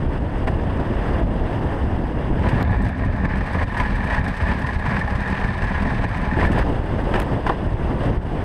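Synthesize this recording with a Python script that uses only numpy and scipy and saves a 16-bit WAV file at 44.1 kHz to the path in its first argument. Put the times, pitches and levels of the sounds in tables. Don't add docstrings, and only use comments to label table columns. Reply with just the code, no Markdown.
import sys
import numpy as np
from scipy import signal
from scipy.io import wavfile
from scipy.ndimage import uniform_filter1d

SR = 44100
rng = np.random.default_rng(int(sys.argv[2]) if len(sys.argv) > 2 else 0)


def wav_record(signal):
    frames = np.transpose(np.atleast_2d(signal))
    bounded = np.clip(frames, -1, 1)
    quanta = np.round(bounded * 32767).astype(np.int16)
    wavfile.write(sys.argv[1], SR, quanta)


N = 372204
HOP, SIZE = 32, 128

# freq_hz, density_db
NOSE_WIND_SPECTRUM = [(8.8, -34), (15, -5), (38, 0.5), (102, -3), (162, -7.5), (311, -11), (395, -16.5),
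                      (477, -17.5), (900, -23.5), (1170, -44), (1980, -120)]
COWL_WIND_SPECTRUM = [(8.8, -32), (15, -35), (27, 0), (76, -0.5), (108, -3.5), (157, -9.5), (197, -3),
                      (231, -10.5), (267, -9), (308, -21), (340, -18), (476, -23), (700, -19), (910, -45.5),
                      (1540, -120)]
GUST_S, NOSE_GUST_DB, COWL_GUST_DB = 0.03, 1.5, 1.4
OUTWARD_SHARE = 0.25


def wind(spectrum, turns, push_share, unevenness_db, gust_db, stiffness=0.14):
    eddies = push_share * clicks(200, unevenness_db, OUTWARD_SHARE)
    roar = evened(coloured(eddies + rng.standard_normal(N), spectrum))
    t = np.arange(0, N + 64, 64) / SR
    gusts_db = gust_db * wander(len(t), GUST_S * SR / 64)
    level = np.hypot(gain_of(ride(1, turns, t) + gusts_db), thuds(t))
    return np.interp(np.arange(N) / SR, t, level) * np.tanh(stiffness * roar) / stiffness


# freq_hz, density_db
NOSE_SCRAPE_SPECTRUM = [(150, -48.5), (350, 1), (700, -3), (1000, -5), (1350, -17), (2300, -25.5),
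                        (4300, -39), (7000, -50.5), (11500, -54.5), (15500, -63)]
COWL_SCRAPE_SPECTRUM = [(150, -42.5), (350, -5), (700, -3), (1100, -4), (1350, -12), (2300, -11.5),
                        (4300, -31.5), (7000, -47), (11500, -54.5), (15500, -68)]
# freq_hz, width_hz, lift_db
NOSE_RESONANCES = [(1760, 850, 12), (2805, 470, 8), (3360, 820, 8), (4960, 940, 9.5)]
COWL_RESONANCES = [(859, 50, 7.4), (1002, 46, 5.5), (1690, 140, 3.6), (1770, 170, 3.2), (1683, 820, 7.1),
                   (4950, 1230, 7.1)]
CASE_RESONANCES = [(6260, 310, 6.7), (8270, 1300, 13.1), (10370, 980, 8.1), (13300, 790, 4.6)]
# start_s, share_ratio
ICE_ROUGHNESS = [(0, 1), (2.4, .5), (3.3, 0.33), (3.45, 1), (6.6, 0.8), (8.44, 0.49)]
# start_s, level_db, brightness_db_per_octave
RIDGE_JOLTS = [(0.12, -37, -5), (0.471, -12.5, 2), (2.484, -12.5, 5), (2.706, -27, 6), (2.734, -18, -1),
               (2.768, -33, 7), (2.817, -33, 10), (2.843, -23, 5.5), (2.862, -17.5, 2), (2.882, -35, 10),
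               (2.973, -38, 9), (3.045, -32, 7), (3.161, -40, 9), (3.237, -20, 0), (3.247, -14, -0.5),
               (3.286, -35, 5), (3.354, -22, 3), (3.369, -27, 6.5), (3.458, -33, 8.5), (3.527, -26, 7.5),
               (3.543, -16, -3), (3.611, -13.5, -1), (3.625, -16.5, 2.5), (3.769, -16, 5), (3.798, -6, 2.5),
               (3.85, -27, 1), (3.95, -28, 8), (4.04, -35, 10.5), (4.064, -30, 7.5), (4.099, -16, 2),
               (4.142, -16, 3), (4.24, -24, 6.5), (4.276, -22.5, 7), (4.365, -24, 6.5), (4.399, -16, -0.5),
               (4.417, -28, 7), (4.481, -18.5, 3), (4.56, -36, -2), (4.585, -35, 11), (4.614, -21, 4),
               (4.663, -17, 4), (4.738, -22, 4.5), (4.789, -32, 7.5), (4.858, -14.5, 1.5), (4.989, -18, 4),
               (5.074, -25, 2), (5.097, -19.5, 2.5), (5.15, -17, 4), (5.202, -26, 6.5), (5.274, -20, 3.5),
               (5.296, -28, 8), (5.345, -31, 6), (5.393, -27, 5.5), (5.439, -10.5, 0.5), (5.465, -25, 5.5),
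               (5.547, -36, -2), (5.575, -23, 4), (5.617, -16, 2.5), (5.635, -13.5, 2.5), (5.688, -32, 5),
               (5.817, -18.5, 4.5), (5.897, -19, 1.5), (6.035, -15.5, 2), (6.084, -25, 4.5),
               (6.125, -27, 3), (6.168, -23, 5.5), (6.211, -30, 7), (6.33, -19, 0), (6.395, -20, 3.5),
               (6.425, -13, -1), (6.455, -17, 4.5), (6.515, -20, 6), (6.58, -20, 5), (7.138, -11.5, 0.5),
               (7.153, -10, 1), (7.196, -21, 4), (7.464, -9.5, 1), (7.491, -6, -2), (7.519, -35, 4),
               (8.03, -22, 2), (8.052, -24, 2)]
SURGE_S, SURGE_DB, JOLT_RISE_S = 0.035, 0.8, 0.0077


def scrape(spectrum, modes, turns, grit, bump, flicker_db, tilt_db, jolt_t60_s):
    rubbing = evened(rng.standard_normal(N) + grit * clicks(900, 2.16, 0.5))
    hz, t, z = signal.stft(rubbing, SR, nperseg=SIZE, noverlap=SIZE - HOP)
    octaves = np.log2(np.maximum(hz, 500) / 1700)[:, None]
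    patches = uniform_filter1d(rng.standard_normal(z.T.shape), 24, axis=0)
    patches = evened(uniform_filter1d(patches, 4, axis=1)).T
    flicker = evened(uniform_filter1d(rng.standard_normal(len(t)), size=16))

    treble = np.clip(0.5 + 0.37 * octaves, 0.2, 0.9) * np.interp(t, *np.transpose(ICE_ROUGHNESS))
    shake = 1 + bump * treble * bumps(len(t), 110, 1.2, 0.016)
    level_db = ride(2, turns, t) + SURGE_DB * wander(len(t), SURGE_S * SR / HOP)
    level_db = level_db + tilt_db * octaves + 1.13 * patches + flicker_db * treble * flicker
    dip_db = dips(t) * np.clip(0.81 + 0.22 * octaves, 0.3, 1.3)
    field = gain_of(level_db - dip_db) * shake

    for start_s, jolt_db, bright_db in RIDGE_JOLTS:
        near = (t > start_s) & (t < start_s + jolt_t60_s)
        age_s = t[near] - start_s
        blow = (1 - np.exp(-age_s / JOLT_RISE_S)) * gain_of(jolt_db - 60 * age_s / jolt_t60_s)
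        field[:, near] = np.hypot(field[:, near], blow * gain_of(bright_db * octaves))

    main_band = signal.butter(4, [700, 4000], "bandpass", fs=SR, output="sos")
    unit = np.std(signal.sosfilt(main_band, coloured(rubbing, spectrum, modes)))
    shaken = signal.istft(z * field, nperseg=SIZE, noverlap=SIZE - HOP)[1][:N]
    return coloured(shaken, spectrum, modes + CASE_RESONANCES) / unit


def bumps(frames, per_s, spread_db, t60_s):
    size = gain_of(spread_db * np.minimum(rng.exponential(1, frames), 4))
    hits = (rng.random(frames) < per_s * HOP / SR) * size
    return signal.lfilter([1], [1, -10 ** (-3 * HOP / SR / t60_s)], hits)


THUD_SHARE_DB, THUD_DECAY_S = -6.5, 0.02


def thuds(t):
    return sum(gain_of(level_db + THUD_SHARE_DB) * (t > start_s)
               * np.exp(-np.maximum(t - start_s, 0) / THUD_DECAY_S)
               for start_s, level_db, _ in RIDGE_JOLTS)


# start_s, length_s, depth_db (before the weight of each layer)
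TREBLE_DIPS = [(0.453, 0.013, 8), (2.614, 0.093, 4), (3.073, 0.035, 2.5), (3.263, 0.025, 5),
               (3.645, 0.028, 9), (4.213, 0.031, 8), (6.047, 0.029, 7), (8.165, 0.0045, 7),
               (8.179, 0.037, 7), (8.241, 0.007, 11)]
DIP_FALL_S, DIP_RETURN_S = 0.0033, 0.013


def dips(t):
    depth = 0
    for start_s, length_s, depth_db in TREBLE_DIPS:
        ramps = np.minimum((t - start_s) / DIP_FALL_S, (start_s + length_s - t) / DIP_RETURN_S)
        depth = depth + depth_db * np.clip(ramps + 0.5, 0, 1)
    return depth


# start_s, wind_db, scrape_db
DESCENT_LEVELS = [
    [(0, -20, -35.5), (.25, -23, -37.5), (.43, -21, -34), (.6, -20, -35), (.95, -20.5, -34),
     (1.13, -19, -30.5), (1.21, -18, -32.5), (1.33, -19.5, -36), (1.5, -22, -33.5), (1.75, -21, -33.5),
     (1.95, -21.5, -36), (2.1, -22.5, -36), (2.25, -19.5, -34.5), (2.35, -20.5, -37.5), (2.47, -22.5, -30),
     (2.63, -12, -26.5)],
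    [(2.39, -28, -43), (2.48, -10, -26.5), (2.65, -20, -33.5), (2.73, -15.5, -28), (2.87, -18, -40),
     (2.98, -23.5, -36.5), (3.2, -20.5, -36), (3.3, -19.5, -33.5), (3.4, -23, -34), (3.6, -22.5, -32),
     (3.69, -26, -34.5), (3.82, -24.5, -29.5), (4.03, -21.5, -34.5), (4.13, -20, -28), (4.35, -26.5, -34),
     (4.5, -21.5, -29.5), (4.6, -23, -33.5), (4.8, -24.5, -35.5), (4.9, -23.5, -28), (5.1, -25, -35),
     (5.42, -24, -30), (5.56, -26.5, -34.5), (5.7, -23.5, -30), (6.0, -20, -31.5), (6.1, -23, -34.5),
     (6.28, -22, -31.5), (6.37, -21, -35), (6.45, -16, -24), (6.52, -18.5, -35), (6.63, -21, -25)],
    [(6.37, -14.5, -28.5), (6.6, -22, -29.5), (6.7, -18, -30.5), (6.83, -25.5, -36), (7.0, -21.5, -32.5),
     (7.15, -21.5, -29.5), (7.25, -23, -35), (7.33, -19.5, -31), (7.43, -24, -37), (7.51, -18.5, -27),
     (7.57, -22, -36.5), (7.8, -21, -35), (7.97, -21, -35), (8.05, -17, -30), (8.17, -20.5, -34),
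     (8.23, -24.5, -38.5), (8.37, -18.5, -35), (8.44, -28, -35.5)],
]


def ride(column, turns, t):
    rows = np.vstack([DESCENT_LEVELS[k] for k in turns])
    return np.interp(t, rows[:, 0], rows[:, column])


# start_s, level_db (before share), low_vs_high_modes_db
COWL_RATTLES = [(2.4398, -27, 9), (2.4529, -21, 8), (2.4754, -13, -2), (2.4887, -19, -12),
                (2.5122, -16, -12), (2.564, -29, -3), (2.6019, -21, -6), (2.6927, -19.5, 3.5),
                (2.7273, -18, -4), (2.803, -19, 1), (2.8344, -23, 1), (2.8496, -20, -2), (2.8648, -19, -12),
                (2.8916, -20, -2), (2.928, -26, -17), (3.0093, -24, -4), (3.0356, -17.5, -1),
                (3.1505, -21, -10), (3.2008, -25, -2), (3.237, -27, -6), (3.253, -29, -9),
                (3.3094, -28, -2), (3.3337, -20, -6), (3.3587, -27, -6), (3.407, -18, -1),
                (3.5054, -30, -12), (3.538, -24, -3), (3.5817, -23, 2), (3.6118, -21, -9),
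                (3.7003, -20, -12), (3.7159, -32, -7), (3.7443, -22, 3), (3.7667, -15, -1),
                (3.802, -12.5, 5), (3.8512, -12.5, -5), (3.9482, -16, -16), (3.9848, -20, 1),
                (4.0042, -20, -4), (4.074, -25, -7), (4.1, -14, -5), (4.1294, -14, -11), (4.1788, -11, -19),
                (4.2397, -20, -10), (4.2626, -17, -4), (4.3095, -29, 0), (4.345, -25, -2),
                (4.3749, -31, -3), (4.4, -18, -8), (4.423, -20, -12), (4.4602, -23, -1), (4.4836, -18, -3),
                (4.5031, -20, -7), (4.5592, -28, -4), (4.5834, -32, -10), (4.6066, -25, -6),
                (4.6226, -24, -8), (4.6437, -17.5, 1), (4.6777, -27, -7), (4.6868, -15.5, -0.5),
                (4.7406, -23.5, -5), (4.7964, -23, -13), (4.8586, -25, 2), (4.9224, -19, -11),
                (4.9518, -23, -1), (4.966, -12.5, -2), (5.0127, -12, -14), (5.0761, -15.5, 1),
                (5.1317, -20, -14), (5.177, -31, -4), (5.197, -19, -6), (5.2165, -21, -10),
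                (5.2358, -20, -5), (5.2627, -17, -7), (5.2884, -18, -6), (5.3133, -24, -2),
                (5.3267, -16, -3), (5.3573, -26, -9), (5.3906, -19, -6), (5.439, -17, -13),
                (5.4724, -27, -11), (5.4864, -14, -17), (5.5216, -33, -6), (5.5502, -23, 3),
                (5.5851, -25, -8), (5.5896, -16, -7), (5.632, -20, -5), (5.659, -23, -8), (5.6819, -30, -4),
                (5.7104, -25, 8), (5.7458, -15, -4), (5.764, -31, -13), (5.779, -27, -10),
                (5.7967, -32, -10), (5.8512, -17, -6), (5.887, -23, -4), (5.904, -18, -12),
                (5.941, -35, -3), (5.9538, -23, -5), (6.0326, -25, 8), (6.1444, -27, -12),
                (6.176, -22.5, -14), (6.1895, -32, -12), (6.2332, -27, -8), (6.2468, -24, -14),
                (6.2766, -31, -5), (6.313, -15, -12), (6.338, -22, -9), (6.388, -11, -8), (6.412, -8, -9),
                (6.4502, -7, -15), (6.4698, -9, -7), (6.5125, -29, 1), (6.5619, -30, -5), (6.5734, -25, -8),
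                (6.5987, -22, -3)]
# start_s, level_db (before share), low_vs_high_modes_db
NOSE_CLACKS = [(0.4735, -18, -4), (0.4796, -17, -11), (0.4835, -21, -6), (0.806, -38, -3), (1.037, -32, -6),
               (7.1395, -13, -9), (7.1503, -14, -13), (7.1595, -11, -2), (7.1754, -18, 5), (7.194, -24, 5),
               (7.2175, -22, -8), (7.4635, -21, 3), (7.4665, -19, -7), (7.4744, -14, 0), (7.4925, -20, 6),
               (7.4975, -16, 13), (7.5035, -21, 14), (7.522, -23, 11), (7.768, -27, 3)]
# freq_hz, level_db, t60_s
COWL_KNOCK_MODES = [(829.5, -6.5, 0.13), (980, 1, 0.054), (1712, 4, 0.049), (1808, 1, 0.11),
                    (2294, -4, 0.016), (2920, -14, 0.0083), (3680, -14, 0.011), (4720, -26, 0.007)]
NOSE_KNOCK_MODES = [(630, -13, 0.015), (827, -4, 0.044), (1010, -1, 0.018), (1360, 5, 0.015),
                    (1660, 8, .012), (1790, 4, 0.012), (2250, 0, 0.012), (2590, -8, 0.0082),
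                    (3080, -6, 0.01), (3330, -19, 0.0082)]
RATTLE_CONTACT_S, CLACK_CONTACT_S, RATTLE_SHARE_DB, CLACK_SHARE_DB = 0.0025, 0.002, -6, -3
LOW_MODE_HZ, DETUNE_RATIO, SOFT_START_S = 1200, 0.031, 0.00042


def knocks(table, modes, share_db, contact_s):
    out, t = np.zeros(N), np.arange(3000) / SR
    hz, mode_db, t60_s = np.transpose(modes)[:, :, None]
    swell = 1 - np.exp(-t / SOFT_START_S)
    chances = rng.standard_normal((len(table), 400 + len(modes)))
    for (start_s, level_db, low_db), chance in zip(table, chances):
        detuned_hz = hz * (1 + DETUNE_RATIO * chance[400:, None])
        ring = swell * gain_of(mode_db - 60 * t / t60_s) * np.sin(2 * np.pi * detuned_hz * t)
        contact = chance[:400] * np.exp(-t[:400] / contact_s)
        blows = signal.fftconvolve(ring, contact[None], axes=1)[:, :3000]
        low = (blows * (hz < LOW_MODE_HZ)).sum(0)
        high = (blows * (hz > LOW_MODE_HZ)).sum(0)
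        knock = high / abs(high).max() + gain_of(low_db) * low / abs(low).max()
        out[round(start_s * SR):][:3000] += gain_of(level_db + share_db) * knock
    return out


CHATTER_VS_SCRAPE_DB, CHATTER_PER_S, CHATTER_SPREAD_DB, TAP_START_S = -5, 300, 3, 0.0005


def chatter():
    out, t = np.zeros(N), np.arange(3000) / SR
    hz, mode_db, t60_s = np.transpose(COWL_KNOCK_MODES)[:, :, None]
    swell = (1 - np.exp(-(t / TAP_START_S) ** 2)) ** 2
    for spot in rng.standard_normal((6, 2, len(COWL_KNOCK_MODES), 1)):
        decay = gain_of(mode_db + 3 * spot[0] - 60 * t / t60_s) / np.sqrt(t60_s)
        ring = swell * decay * np.sin(2 * np.pi * hz * (1 + DETUNE_RATIO * spot[1]) * t)
        taps = clicks(CHATTER_PER_S / 6, CHATTER_SPREAD_DB, 0.5)
        out += signal.oaconvolve(taps, evened(ring.sum(0)))[:N]
    return gain_of(ride(2, [1], np.arange(N) / SR) + CHATTER_VS_SCRAPE_DB) * evened(out)


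# centre_s, level_db (before the leak), half_width_ms, direction (+1 out, -1 in)
AIR_BUFFETS = [(0.451, -5, 4.3, -1), (0.904, -9, 0.93, -1), (0.913, -10, 0.78, -1), (0.962, -7.5, 3, 1),
               (2.745, -9, 0.95, -1), (2.854, -22, 1.8, -1), (3.062, -9, 1.3, 1), (3.14, -14.5, 2.6, -1),
               (3.26, -7, 1.1, -1), (3.339, -9, 1.4, -1), (3.46, -20, 3.1, -1), (3.553, -7, 1.2, -1),
               (3.638, -7, 3.5, -1), (3.805, -12.5, 0.71, -1), (3.896, -9, 1.5, -1), (4.053, -9, 1.15, -1),
               (4.184, -7, 1.9, -1), (4.212, -9, 2.8, -1), (4.316, -10.5, 1.7, 1), (4.447, -14, 2.7, -1),
               (4.764, -9, 1.8, -1), (4.88, -21, 2, -1), (4.912, -10, 1.3, -1), (4.993, -13, 1.2, -1),
               (5.154, -10.5, 2, -1), (5.329, -11, 1.1, -1), (5.449, -8.5, 1.6, -1),
               (5.643, -10.5, 1.5, -1), (5.869, -10, 1.1, -1), (5.925, -9, 1.7, -1), (6.048, -11, 1.3, -1),
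               (6.165, -13, 1.7, 1), (6.327, -12, 0.9, 1), (6.341, -12.5, 1.4, -1), (6.796, -6, 2.7, 1),
               (7.677, -5, 2.7, 1), (7.744, -0.5, 2.2, 1), (8.065, -8, 3.4, 1), (8.115, -10, 1.5, 1),
               (8.179, -5.5, 3.1, -1)]
LEAK_HZ = 40


def buffets():
    t = np.arange(N) / SR
    pushes = sum(np.sign(direction) * gain_of(level_db) * np.exp(-((t - centre_s) * 1000 / width_ms) ** 2)
                 for centre_s, level_db, width_ms, direction in AIR_BUFFETS)
    return signal.lfilter([1, -1], [1, -np.exp(-2 * np.pi * LEAK_HZ / SR)], pushes)


# start_s, level_db (before share), pitch_hz
HULL_BOOMS = [(0.167, -23, 59.6), (0.248, -13, 96), (1.811, -11, 65.6), (2.387, -7.5, 80), (2.467, -5, 103),
              (2.529, 0.5, 128), (2.739, -9, 72), (2.798, -8, 188), (2.858, -8.5, 91), (3.042, -13, 90),
              (3.249, -9, 96), (3.338, -14, 73), (3.451, -26, 58), (3.82, -14, 61.4), (3.889, -16, 45.8),
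              (4.309, -18, 53.8), (4.418, -7, 78.5), (4.489, -13, 197), (4.639, -11, 132),
              (4.729, -18, 64.6), (4.758, -15, 76), (4.88, -8, 130), (4.981, -11, 197), (5.149, -9, 130),
              (5.328, -14, 198), (5.613, -14, 45.8), (5.639, -15, 45.78), (5.749, -11, 71.5),
              (5.86, -14, 149), (6.333, -19, 46.7), (6.412, -7, 80), (6.45, -15, 99.6), (6.499, -12, 69.7),
              (6.598, -15, 46), (6.779, -23, 51.1), (7.843, -13, 70.0)]
BOOM_SHARE_DB, BOOM_CYCLES = -5.5, 1.55


def booms():
    out, t = np.zeros(N), np.arange(4000) / SR
    for (start_s, level_db, pitch_hz), phase in zip(HULL_BOOMS, rng.random(len(HULL_BOOMS))):
        u = 2 * t * pitch_hz / BOOM_CYCLES
        ring = u * np.exp(1 - u) * np.sin(2 * np.pi * (pitch_hz * t + phase))
        out[round(start_s * SR):][:4000] += gain_of(level_db + BOOM_SHARE_DB) * ring
    return out


# start_s, level_db (before colour), fade_ms
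DRY_TICKS = [(2.3945, -35, 0.46), (2.628, -21, 0.59), (6.365, -42, 0.44), (7.194, -38, 1.5), (7.2, -23, 3),
             (7.217, -30, 1.4), (7.221, -33, 1.3), (7.229, -34, 1.5), (7.238, -45, 1.2)]
# freq_hz, gain_db
TICK_SPECTRUM = [(300, -5), (2000, 12), (6000, -8.5), (12000, -10), (15500, -13)]


def ticks():
    out, t = np.zeros(N), np.arange(400) / SR
    noises = rng.standard_normal((len(DRY_TICKS), 400))
    for (start_s, level_db, fade_ms), noise in zip(DRY_TICKS, noises):
        out[round(start_s * SR):][:400] += gain_of(level_db) * noise * np.exp(-(t * 1000 / fade_ms) ** 2)
    return coloured(out, TICK_SPECTRUM)


# freq_hz, density_db
AIR_SPECTRUM = [(1500, -4), (3000, 0), (5000, -9.5), (7000, -25), (11500, -28), (15500, -37)]
# start_s, level_db
AIR_LEVEL = [(0, -65), (2.4, -69), (2.6, -58), (3.3, -76), (3.5, -51.5), (6.4, -54.5), (6.7, -59),
             (8.44, -56)]


def air():
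    t = np.arange(N) / SR
    level_db = np.interp(t, *np.transpose(AIR_LEVEL)) - 0.44 * dips(t)
    return gain_of(level_db) * evened(coloured(rng.standard_normal(N), AIR_SPECTRUM, CASE_RESONANCES))


def clicks(per_s, spread_db, outward_share):
    size = gain_of(spread_db * np.minimum(rng.exponential(1, N), 4))
    size = size * np.sign(outward_share - rng.random(N))
    return evened(size * (rng.random(N) < per_s / SR))


def wander(count, steps):
    size = max(round(steps), 1)
    once = uniform_filter1d(rng.standard_normal(count), size=size)
    return evened(uniform_filter1d(once, size=size))


def coloured(x, points, modes=()):
    hz = abs(np.fft.fftfreq(16384, 1 / SR))
    log_gain = np.maximum(read(points, hz) + rings(modes, hz), -100) * np.log(10) / 20
    taps = np.fft.ifft(np.exp(np.conj(signal.hilbert(log_gain)))).real[:8192]
    return signal.oaconvolve(x, taps)[:N]


def read(points, hz):
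    f, value = np.transpose(points)
    return np.interp(np.log(hz + 1), np.log(f + 1), value)


def rings(modes, hz):
    return sum(lift_db / (1 + (2 * (hz - f) / width_hz) ** 2) for f, width_hz, lift_db in modes)


def gain_of(db):
    return 10 ** (np.asarray(db) / 20)


def evened(x):
    return x / np.sqrt(np.mean(x ** 2) + 1e-20)


NOSE_OFF_S, COWL_ON_S, SWITCH_S = (2.628, 6.367), (2.393, 6.63), 0.0035


def between(span_s, t):
    return np.clip(np.minimum(t - span_s[0], span_s[1] - t) / SWITCH_S + 0.5, 0, 1)


def scene():
    t = np.arange(N) / SR
    nose = wind(NOSE_WIND_SPECTRUM, [0, 2], push_share=0.81, unevenness_db=2.4, gust_db=NOSE_GUST_DB)
    nose += scrape(NOSE_SCRAPE_SPECTRUM, NOSE_RESONANCES, [0, 2], grit=0.38, bump=0.036,
                   flicker_db=1.3, tilt_db=0.37, jolt_t60_s=0.06)
    cowl = wind(COWL_WIND_SPECTRUM, [1], push_share=1.3, unevenness_db=2.44, gust_db=COWL_GUST_DB)
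    cowl += scrape(COWL_SCRAPE_SPECTRUM, COWL_RESONANCES, [1], grit=0.81, bump=0.38,
                   flicker_db=2.5, tilt_db=0.07, jolt_t60_s=0.059)
    nose += knocks(NOSE_CLACKS, NOSE_KNOCK_MODES, CLACK_SHARE_DB, CLACK_CONTACT_S)
    cowl += knocks(COWL_RATTLES, COWL_KNOCK_MODES, RATTLE_SHARE_DB, RATTLE_CONTACT_S) + chatter()
    cameras = (1 - between(NOSE_OFF_S, t)) * nose + between(COWL_ON_S, t) * cowl
    return (cameras + buffets() + booms() + ticks() + air())[None]


LIMIT_DB, RECOVERY_DB_PER_S, DUCK_RATIO, EDGE_HZ = -14.5, 120, 0.7, 15700


def record(dry):
    peak_db = 10 * np.log10(abs(uniform_filter1d(dry[0] ** 2, size=120)) + 1e-12)
    fall_db = np.arange(N) * RECOVERY_DB_PER_S / SR
    held_db = np.maximum.accumulate(peak_db + fall_db) - fall_db
    over_db = np.maximum(held_db - LIMIT_DB, 0)
    ducked = dry / gain_of(DUCK_RATIO * uniform_filter1d(over_db, size=100))
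    lowpass = signal.firwin(511, EDGE_HZ, window=("kaiser", 9), fs=SR)
    return signal.oaconvolve(ducked, lowpass[None], "same")


dry = scene()
out = record(dry)
wav_record(out)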